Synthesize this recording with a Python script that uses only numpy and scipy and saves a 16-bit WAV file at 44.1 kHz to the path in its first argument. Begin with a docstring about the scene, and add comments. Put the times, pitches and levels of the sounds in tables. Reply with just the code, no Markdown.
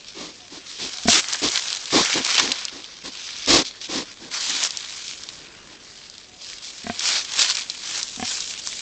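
"""Leaves brush and a pig sniffs, then snorts harder, close by in a wood; no snorts after 5.8 s.
Snorts: noise through nose resonances plus nostril hiss. Three low grunts: vocal-fold flaps ringing the throat.
Plants: friction noise and clumped clicks, coloured as leaf, grass and stem; dry stems snap, twigs tick.
Behind: soft air noise and faint wavering sine notes of far birds, low hoots and higher whistles.
"""
import sys
import numpy as np
from scipy import signal
from scipy.fft import rfft, irfft
from scipy.io import wavfile
from scipy.ndimage import uniform_filter1d

SR = 44100
rng = np.random.default_rng(int(sys.argv[2]) if len(sys.argv) > 2 else 0)


def unload_audio(sound):
    """Save the sound as a 16-bit wav file, at the path given as the first command line argument."""
    columns = np.transpose(np.atleast_2d(sound))
    # keep every value between -1 and 1, then stretch to whole-number steps
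    steps = np.round(np.clip(columns, -1, 1) * 32767)
    wavfile.write(sys.argv[1], SR, steps.astype(np.int16))


N = 388521
TIME_S = np.arange(N) / SR

# Air blasts through the snout: start_s, end_s, level_db, hiss_above_level_db, nose_pitch_factor
SNORT_BLASTS = [(0.143, 0.334, -37, 1, 1.12), (0.503, 0.627, -42.5, 3, 1.02),
                (0.781, 0.908, -37.5, 8.5, 1.04), (1.119, 1.217, -31.5, 2, 1.13),
                (1.415, 1.508, -25.5, 4, 1.06), (1.921, 2.038, -17.5, 0, 1.074),
                (2.133, 2.232, -26.5, -2, 1), (2.395, 2.546, -31, 3.5, 0.96), (2.71, 2.833, -42.5, 3, 0.99),
                (3.034, 3.11, -36.5, 4.5, 0.98), (3.47, 3.635, -17, 4, 1.065),
                (3.881, 4.052, -28, 2, 1.016), (4.192, 4.325, -42, 0.5, 0.93), (4.464, 4.606, -43, 1, 0.98),
                (4.6, 4.68, -49, 1, 0.92), (5.687, 5.78, -49, 2, 0.96)]
# Nose resonances before the pitch factor: centre_hz, width_hz, relative_db
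NOSE_MODES = [(102, 132, -8.5), (276, 60.5, 2), (361, 132, -3.5), (530, 166, -6.5), (770, 380, -12.5),
              (1056, 175, -9.5), (1890, 340, -17)]
# Jet spectrum at the nostril rims: frequency_hz, relative_db_per_hz
JET_SPECTRUM = [(40, -3), (150, -14.5), (400, -12), (1400, -10), (2400, -4), (2900, -4), (3500, 1),
                (4800, 1.5), (7000, -4.5), (8500, -12)]

# Grunts: start_s, flaps_count, first_gap_s, last_flap_relative_db, brightness_hz, mouth_opening_pitch_factor
GRUNT_EVENTS = [(1.0566, 2, .0275, -2, 2200, 0.98), (6.845, 3, 0.023, -12, 3400, 1.0),
                (8.1757, 3, 0.022, -13.5, 2090, 1.067)]
# Throat resonances, nominal pitch: centre_hz, relative_db, t60_s
THROAT_MODES = [(96, -16.5, 0.11), (231.5, 0.5, 0.052), (427, -7.5, 0.028), (701, -4, 0.061),
                (1060, -3.5, 0.011), (1595, -8.5, 0.032), (1945, -2.5, 0.013), (2300, -5, 0.016)]
# First flap is dull; later ones are louder, each after a longer gap than the last
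FIRST_FLAP_BRIGHTNESS_HZ, GAP_GROWTH_RATIO, FLAP_RISE_DB = 360, 1.33, 5
# Low resonances stir as the folds open, just ahead of the closing slap
OPENING_LEAD_S, OPENING_HZ = 0.0025, 402

# Shoves of snout, flank or leg through plants:
# start_s, end_s, leaf_db, stem_relative_to_leaf_db, dryness_0_to_1, taper_exponent (low abrupt, high gradual)
PLANT_SHOVES = [(0.053, 0.129, -40.5, -13, 0.67, 0.72), (0.644, 0.797, -38, -20, .4, 0.54),
                (1.071, 1.212, -14, -10.5, 0.36, 0.54), (1.277, 1.303, -33, 0, 0.5, 0.45),
                (1.314, 1.362, -28.5, -4.5, 1, 0.42), (1.509, 1.6, -25, -8, 0.94, 0.51),
                (1.605, 1.786, -32, -11, .9, .4), (1.901, 2.207, -25, -5.5, 0.32, 0.28),
                (2.233, 2.467, -20.5, -9, .9, .5), (2.375, 2.416, -17, -3.5, 0.79, .6),
                (2.455, 2.675, -35, -10, .9, 0.39), (3.119, 3.473, -34.5, -13.5, 0.57, 0.1),
                (3.643, 3.699, -30, -19, 0.48, 0.55), (3.803, 3.88, -32.5, -15, 0.76, .7),
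                (4.042, 4.14, -42, -7, 0.58, 0.8), (4.304, 4.421, -28, -9, 0.45, 0.59),
                (4.396, 4.639, -25, -11.5, .5, 0.2), (4.608, 4.68, -23, -9.5, .7, 0.45),
                (5.032, 5.152, -35, -27, 0.73, 0.72), (5.794, 6.281, -46.5, -17, 0.54, .4),
                (6.361, 6.623, -36.5, -16, 0.6, 1.4), (6.621, 6.715, -36, -28, 0.62, 0.39),
                (6.966, 7.259, -21, -10, 0.51, 1.6), (7.15, 7.205, -23, -10.5, 0.41, 0.84),
                (7.286, 7.563, -23.5, -10, 0.74, 0.98), (7.376, 7.45, -18, -12.5, 0.88, 0.41),
                (7.47, 7.536, -23.5, -13, 0.99, 0.34), (7.532, 7.636, -29, -10.5, 1, .5),
                (7.821, 8.057, -32, -9.5, 0.5, 0.43), (7.937, 8.008, -28.5, -9.5, 0.57, 0.65),
                (8.209, 8.442, -29, -11, 0.45, 0.82)]
# Light rustle of plants lying against the moving pig: time_s, leaf_db, stem_db
LIGHT_RUSTLE = [(0.0, -44, -59), (0.52, -46.5, -56), (0.95, -34, -44.5), (1.67, -30, -38.5),
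                (1.83, -35.5, -44.5), (2.35, -26.5, -34), (2.72, -41, -48), (3.05, -43.5, -56),
                (3.45, -37.5, -48), (3.76, -42, -52.5), (4.19, -48.5, -56.5), (4.68, -36, -43.5),
                (5.1, -36.5, -49.5), (5.55, -47.5, -52.5), (6.33, -48.5, -58.5), (6.98, -34.5, -45),
                (7.75, -37, -48.5), (8.81, -34, -49)]
# Dryness runs from soft leaves (0) to catching twigs (1)
LIGHT_DRYNESS, LIGHT_SWING_DB, SWINGS_PER_S = 0.7, 0.9, 16
# Fine grass hiss: time_s, relative_to_leaf_db
GRASS_LEVEL = [(0.0, -10.5), (1.15, -3), (2.0, -4.5), (2.6, -12.5), (3.3, -18), (4.6, -3.5), (5.7, -7),
               (7.5, -4), (8.2, -0.5)]
# Leaf spectrum: frequency_hz, relative_db_per_hz
LEAF_SPECTRUM = [(1500, -35), (2300, -8), (3400, -0.5), (4800, 0.5), (6000, -3), (7300, -11.5), (8500, -17)]
# Fine grass spectrum: frequency_hz, relative_db_per_hz
GRASS_SPECTRUM = [(4000, -12), (5500, 1.5), (7200, 2.5), (8600, -5.5)]
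# Stem spectrum: frequency_hz, relative_db_per_hz
STEM_SPECTRUM = [(60, -26), (280, -14.5), (450, -10), (750, -6), (1050, -2), (1700, 0.5), (2300, -0.5),
                 (3300, -11)]
# Louder dry stems snapping: time_s, relative_peak_db, pitch_hz, knock_strength
STEM_SNAPS = [(1.086, -4, 4100, .1), (1.243, -13.5, 1850, .05), (1.285, -10, 4700, .1),
              (1.328, -7, 3820, 0.11), (1.334, -4.5, 5340, 0.11), (1.487, -6.5, 3700, .06),
              (1.558, -3.5, 3500, 0.065), (1.575, -4, 3200, .06), (1.703, -11, 3900, .05),
              (1.729, -4, 3920, .04), (1.857, -12, 3800, .09), (2.059, -6.5, 2300, .07),
              (2.13, -7, 2400, .09), (2.249, -3, 4570, 0.11), (2.397, 1.5, 5060, 0.1),
              (2.518, -1, 2900, 0.051), (2.521, -4, 4030, .09), (2.652, -6.5, 4860, .09),
              (2.683, -14.5, 3060, .06), (2.843, -20, 3580, 0.08), (3.461, -11, 4130, .15),
              (4.496, -8.5, 4040, 0.073), (4.637, -2, 5900, 0.08), (4.707, -10, 4170, 0.16),
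              (4.772, -6, 4840, .05), (5.236, -17.5, 4880, .09), (5.289, -15, 3440, 0.24),
              (6.099, -22.5, 4500, 0.11), (6.181, -20.5, 3730, 0.063), (6.994, -7.5, 4600, 0.066),
              (7.392, -4, 4200, .09), (7.553, -9, 4330, .09), (7.57, -7.5, 3500, .06),
              (7.699, -9, 3980, 0.19), (7.702, -13.5, 4100, 0.12), (7.977, -11, 4340, 0.11),
              (8.03, -6, 4950, 0.032), (8.405, -8, 4700, 0.056), (8.673, -6.5, 5090, 0.32)]

# Far bird notes: start_s, end_s, pitch_hz, level_db
BIRD_NOTES = [(0.39, 0.487, 720, -54.5), (0.927, 1.06, 725, -50.5), (5.41, 5.49, 3380, -57),
              (5.535, 5.69, 2850, -55), (6.28, 6.44, 724, -59.5)]
# Air of the wood, spectrum: frequency_hz, relative_db_per_hz
AIR_SPECTRUM = [(25, -1), (60, -1), (130, -2), (280, 0), (550, -3), (800, -9.5), (2000, -11), (8000, -23.5)]
# Air of the wood, level: time_s, level_db
AIR_LEVEL = [(0.0, -53.5), (5.0, -54), (5.4, -49.5), (6.05, -54), (8.81, -50.5)]


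def snorts(flutter_db=1.5, flutter_per_s=150, nose_db=-0.45, low_cut_hz=190):
    """Turbulent air rings the nose and hisses at the nostrils, whose soft rims flutter."""
    out = np.zeros(N)
    hiss = colour(rng.standard_normal(N), JET_SPECTRUM)
    low_cut = signal.butter(2, low_cut_hz, "high", fs=SR, output="sos")
    eddies = signal.sosfilt(low_cut, rng.standard_normal(N))
    for start_s, end_s, level_db, hiss_db, pitch_factor in SNORT_BLASTS:
        span = slice(int(start_s * SR), int(end_s * SR))
        nose = 0
        for k, (centre_hz, width_hz, mode_db) in enumerate(NOSE_MODES):
            ring = resonate(eddies[span], centre_hz * pitch_factor, width_hz)
            nose = nose + (-1) ** k * from_db(mode_db) * ring  # alternating polarity
        blast = from_db(nose_db) * rms_one(nose) + from_db(hiss_db) * hiss[span]
        out[span] += from_db(level_db) * swell(start_s, end_s)[span] * blast
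    return out * from_db(flutter_db * drift(flutter_per_s))


def grunts(trim_db=-4):
    """Slow flaps of the folds each ring the throat; a soft flap leaves the upper resonances out."""
    out, t_s = np.zeros(N), TIME_S[:SR // 10]
    for flap_s, flaps, gap_s, level_db, bright_hz, opening in GRUNT_EVENTS:
        for k in range(flaps):
            flap_db = trim_db + level_db - FLAP_RISE_DB * (flaps - 1 - k)
            cutoff_hz = bright_hz if k else FIRST_FLAP_BRIGHTNESS_HZ
            for hz, mode_db, t60_s in THROAT_MODES:
                # Mouth opening shifts the upper resonances most
                pitch_hz = hz * opening ** min(hz / 700, 1) * (1 + 0.01 * rng.standard_normal())
                softness = 1 / np.hypot(1, (hz / cutoff_hz) ** 2)
                ring = np.sin(2 * np.pi * pitch_hz * t_s) * from_db(-60 * t_s / t60_s)
                onset = 1 - np.exp(-t_s * hz * 2)
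                lead_s = OPENING_LEAD_S / (1 + (hz / OPENING_HZ) ** 2)
                add(out, flap_s - lead_s, from_db(flap_db + mode_db) * softness * ring * onset)
            flap_s = flap_s + gap_s * GAP_GROWTH_RATIO ** k
    return out


def brushing(skew=0.95):
    """Shoves add in power to the light rustle: leaf dB, stem dB and power-weighted dryness over time."""
    swing_db = LIGHT_SWING_DB * drift(SWINGS_PER_S)
    leaf_power, stem_power = from_db(np.array(in_time(LIGHT_RUSTLE)) + swing_db) ** 2
    dry_power = leaf_power * LIGHT_DRYNESS
    for start_s, end_s, level_db, stem_db, dryness, taper in PLANT_SHOVES:
        power = (from_db(level_db) * swell(start_s, end_s, skew, taper)) ** 2
        leaf_power = leaf_power + power
        stem_power = stem_power + power * from_db(stem_db) ** 2
        dry_power = dry_power + power * dryness
    dryness = np.clip(dry_power / leaf_power, 0, 0.95)
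    return 10 * np.log10(leaf_power), 10 * np.log10(stem_power), dryness


def rustle(leaf_db, stem_db, dryness, leaf_trim_db=-0.93, grass_trim_db=-1.1, own_share=0.74):
    """Soft leaves slide with a smooth hiss; dry ones catch in clicks that shake leaf, grass and stem at once."""
    grass_db, = in_time(GRASS_LEVEL)
    shared = crackle(clicks_per_s=3200, spread_db=4.0, clump_db=6.0)
    layers = (
        (LEAF_SPECTRUM, leaf_db + leaf_trim_db),
        (GRASS_SPECTRUM, leaf_db + grass_db + grass_trim_db),
        (STEM_SPECTRUM, stem_db),
    )
    out = np.zeros(N)
    for spectrum, level_db in layers:
        own = crackle(clicks_per_s=3400, spread_db=4.5, clump_db=4.5)
        clicks = (shared + own_share * own) / np.hypot(1, own_share)
        friction = np.sqrt(dryness) * clicks + np.sqrt(1 - dryness) * rng.standard_normal(N)
        out += from_db(level_db) * colour(friction, spectrum)
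    return leaf_colours(out)


def crackle(clicks_per_s, spread_db, clump_db):
    """Tiny slips of many sizes arrive in clumps, evened in power over about 54 ms."""
    born = rng.random(N) < clicks_per_s / SR
    sizes_db = spread_db * np.minimum(rng.exponential(1, N), 3.5)
    sizes = from_db(sizes_db) * rng.choice([-1, 1], N)
    clicks = born * sizes * from_db(clump_db * drift(260))
    local_power = uniform_filter1d(clicks ** 2, size=2400)
    return clicks / np.sqrt(np.maximum(local_power, 1e-9))


def leaf_colours(x, depth=0.28, changes_per_s=32, quality=9):
    """Each leaf touched has its own pitch, so narrow resonances come and go at random."""
    pitches_hz = np.geomspace(900, 7600, num=20)
    return x + depth * sum(drift(changes_per_s) * resonate(x, hz, hz / quality) for hz in pitches_hz)


def snaps(breaks, width_hz=2100, splinter=0.27, splinter_t60_s=0.015, trim_db=0.3):
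    """A breaking stem gives a crack a few cycles long, a dull knock and a short spray of splitting fibres."""
    out, t_s = np.zeros(N), TIME_S[:SR // 20]
    for time_s, peak_db, pitch_hz, knock in breaks:
        force = splinter * rng.standard_normal(len(t_s)) * from_db(-60 * t_s / splinter_t60_s)
        force[0] = 2  # the break itself
        crack = resonate(resonate(force, pitch_hz, width_hz), pitch_hz, 3 * width_hz)
        crack = crack + knock * resonate(force, 900, 1800)
        add(out, time_s, from_db(peak_db + trim_db) * crack / np.abs(crack).max())
    return out


def twig_ticks(leaf_db, dryness, above_db=14, spread_db=1.0, ceiling_db=-12, knock=0.09, count=300):
    """Small twigs tick at random where plants are dry; rows have the columns of STEM_SNAPS."""
    when, chance, size, pitch = rng.random((count, 4)).T
    at = (when * N).astype(int)
    peak_db = np.minimum(leaf_db[at] + above_db + spread_db * (2 * size - 1), ceiling_db)
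    pitch_hz = 1900 * 3 ** pitch
    ticks = np.column_stack([at / SR, peak_db, pitch_hz, np.full(count, knock)])
    return ticks[chance < dryness[at] ** 3]


def trees(x, echo_db=-22, t60_s=0.2):
    """Trunks and ground scatter back a thin, short tail."""
    t_s = TIME_S[:SR // 2]
    scatter = rng.standard_normal(len(t_s)) * from_db(-60 * t_s / t60_s)
    return x + from_db(echo_db) * signal.fftconvolve(x, scatter / np.linalg.norm(scatter))[:N]


def wood():
    """Soft outdoor air as coloured noise; far birds as sines that waver a little."""
    air_db, = in_time(AIR_LEVEL)
    air = from_db(air_db) * colour(rng.standard_normal(N), AIR_SPECTRUM)
    waver = 0.002 * drift(60)
    calls = 0
    for start_s, end_s, pitch_hz, level_db in BIRD_NOTES:
        note = np.sin(pitch_hz * (2 * np.pi * TIME_S + waver))
        calls = calls + from_db(level_db) * swell(start_s, end_s) * note
    return air + np.sqrt(2) * calls  # sine levels are rms


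def from_db(db):
    """Decibels to amplitude gain."""
    return 10 ** (np.asarray(db) / 20)


def rms_one(x):
    """Scale to unit power."""
    return x / np.sqrt(np.mean(x ** 2) + 1e-20)


def drift(knots_per_s):
    """Straight lines between normal random values, `knots_per_s` a second."""
    knots = rng.standard_normal(8000)
    return np.interp(TIME_S * knots_per_s, np.arange(len(knots)), knots)


def colour(x, spectrum):
    """Minimum-phase filter with the given spectrum; rms 1."""
    size = 4096
    hz, db = np.transpose(spectrum)
    grid_hz = np.maximum(np.arange(size // 2 + 1) * SR / size, 1)
    octaves_above = np.maximum(np.log2(grid_hz / hz[-1]), 0)
    octaves_below = np.clip(np.log2(hz[0] / grid_hz), 0, 1)
    skirts_db = -24 * (octaves_above + octaves_below)
    shape_db = np.interp(np.log(grid_hz), np.log(hz), db) + skirts_db
    cepstrum = irfft(np.log(from_db(shape_db)))
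    response = irfft(np.exp(rfft(2 * cepstrum[:size // 2], size)))  # folded cepstrum: causal
    return rms_one(signal.fftconvolve(x, response)[:N])


def resonate(x, hz, width_hz):
    """Two-pole resonance with about unit gain at its peak."""
    r = np.exp(-np.pi * width_hz / SR)
    zeros = np.array([1, 0, -1]) * (1 - r * r) / 2
    poles = [1, -2 * r * np.cos(2 * np.pi * hz / SR), r * r]
    return signal.lfilter(zeros, poles, x)


def swell(start_s, end_s, skew=0.78, taper=0.95):
    """Rounded rise and fall of height 1; skew under 1 makes the rise quicker."""
    phase = np.interp(TIME_S, [start_s, end_s], [0, 1]) ** skew
    return np.abs(np.sin(np.pi * phase)) ** taper


def in_time(rows):
    """Each column of a curve, interpolated at every sample."""
    time_s, *columns = np.transpose(rows)
    return [np.interp(TIME_S, time_s, column) for column in columns]


def add(out, time_s, sound):
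    """Mix in a short sound at time_s."""
    at = int(time_s * SR)
    out[at:at + len(sound)] += sound[:N - at]


def scene():
    """Pig and close plants, with tree scatter, over the wood behind."""
    leaf_db, stem_db, dryness = brushing()
    breaks = [*STEM_SNAPS, *twig_ticks(leaf_db, dryness)]
    plants = rustle(leaf_db, stem_db, dryness) + snaps(breaks)
    return (trees(snorts() + grunts() + plants) + wood())[None]


def record(dry):
    """A small recorder dulls the treble, rounds the highest peaks and cuts the top."""
    dulled = signal.sosfilt(signal.butter(12, 7800, fs=SR, output="sos"), dry)
    rounded = dulled / (1 + (dulled / 0.7) ** 6) ** (1 / 6)
    top_cut = signal.ellip(8, 0.2, 70, 8650, fs=SR, output="sos")  # ripple_db, stop_db, cutoff_hz
    return signal.sosfilt(top_cut, rounded)


dry = scene()
out = record(dry)
unload_audio(out)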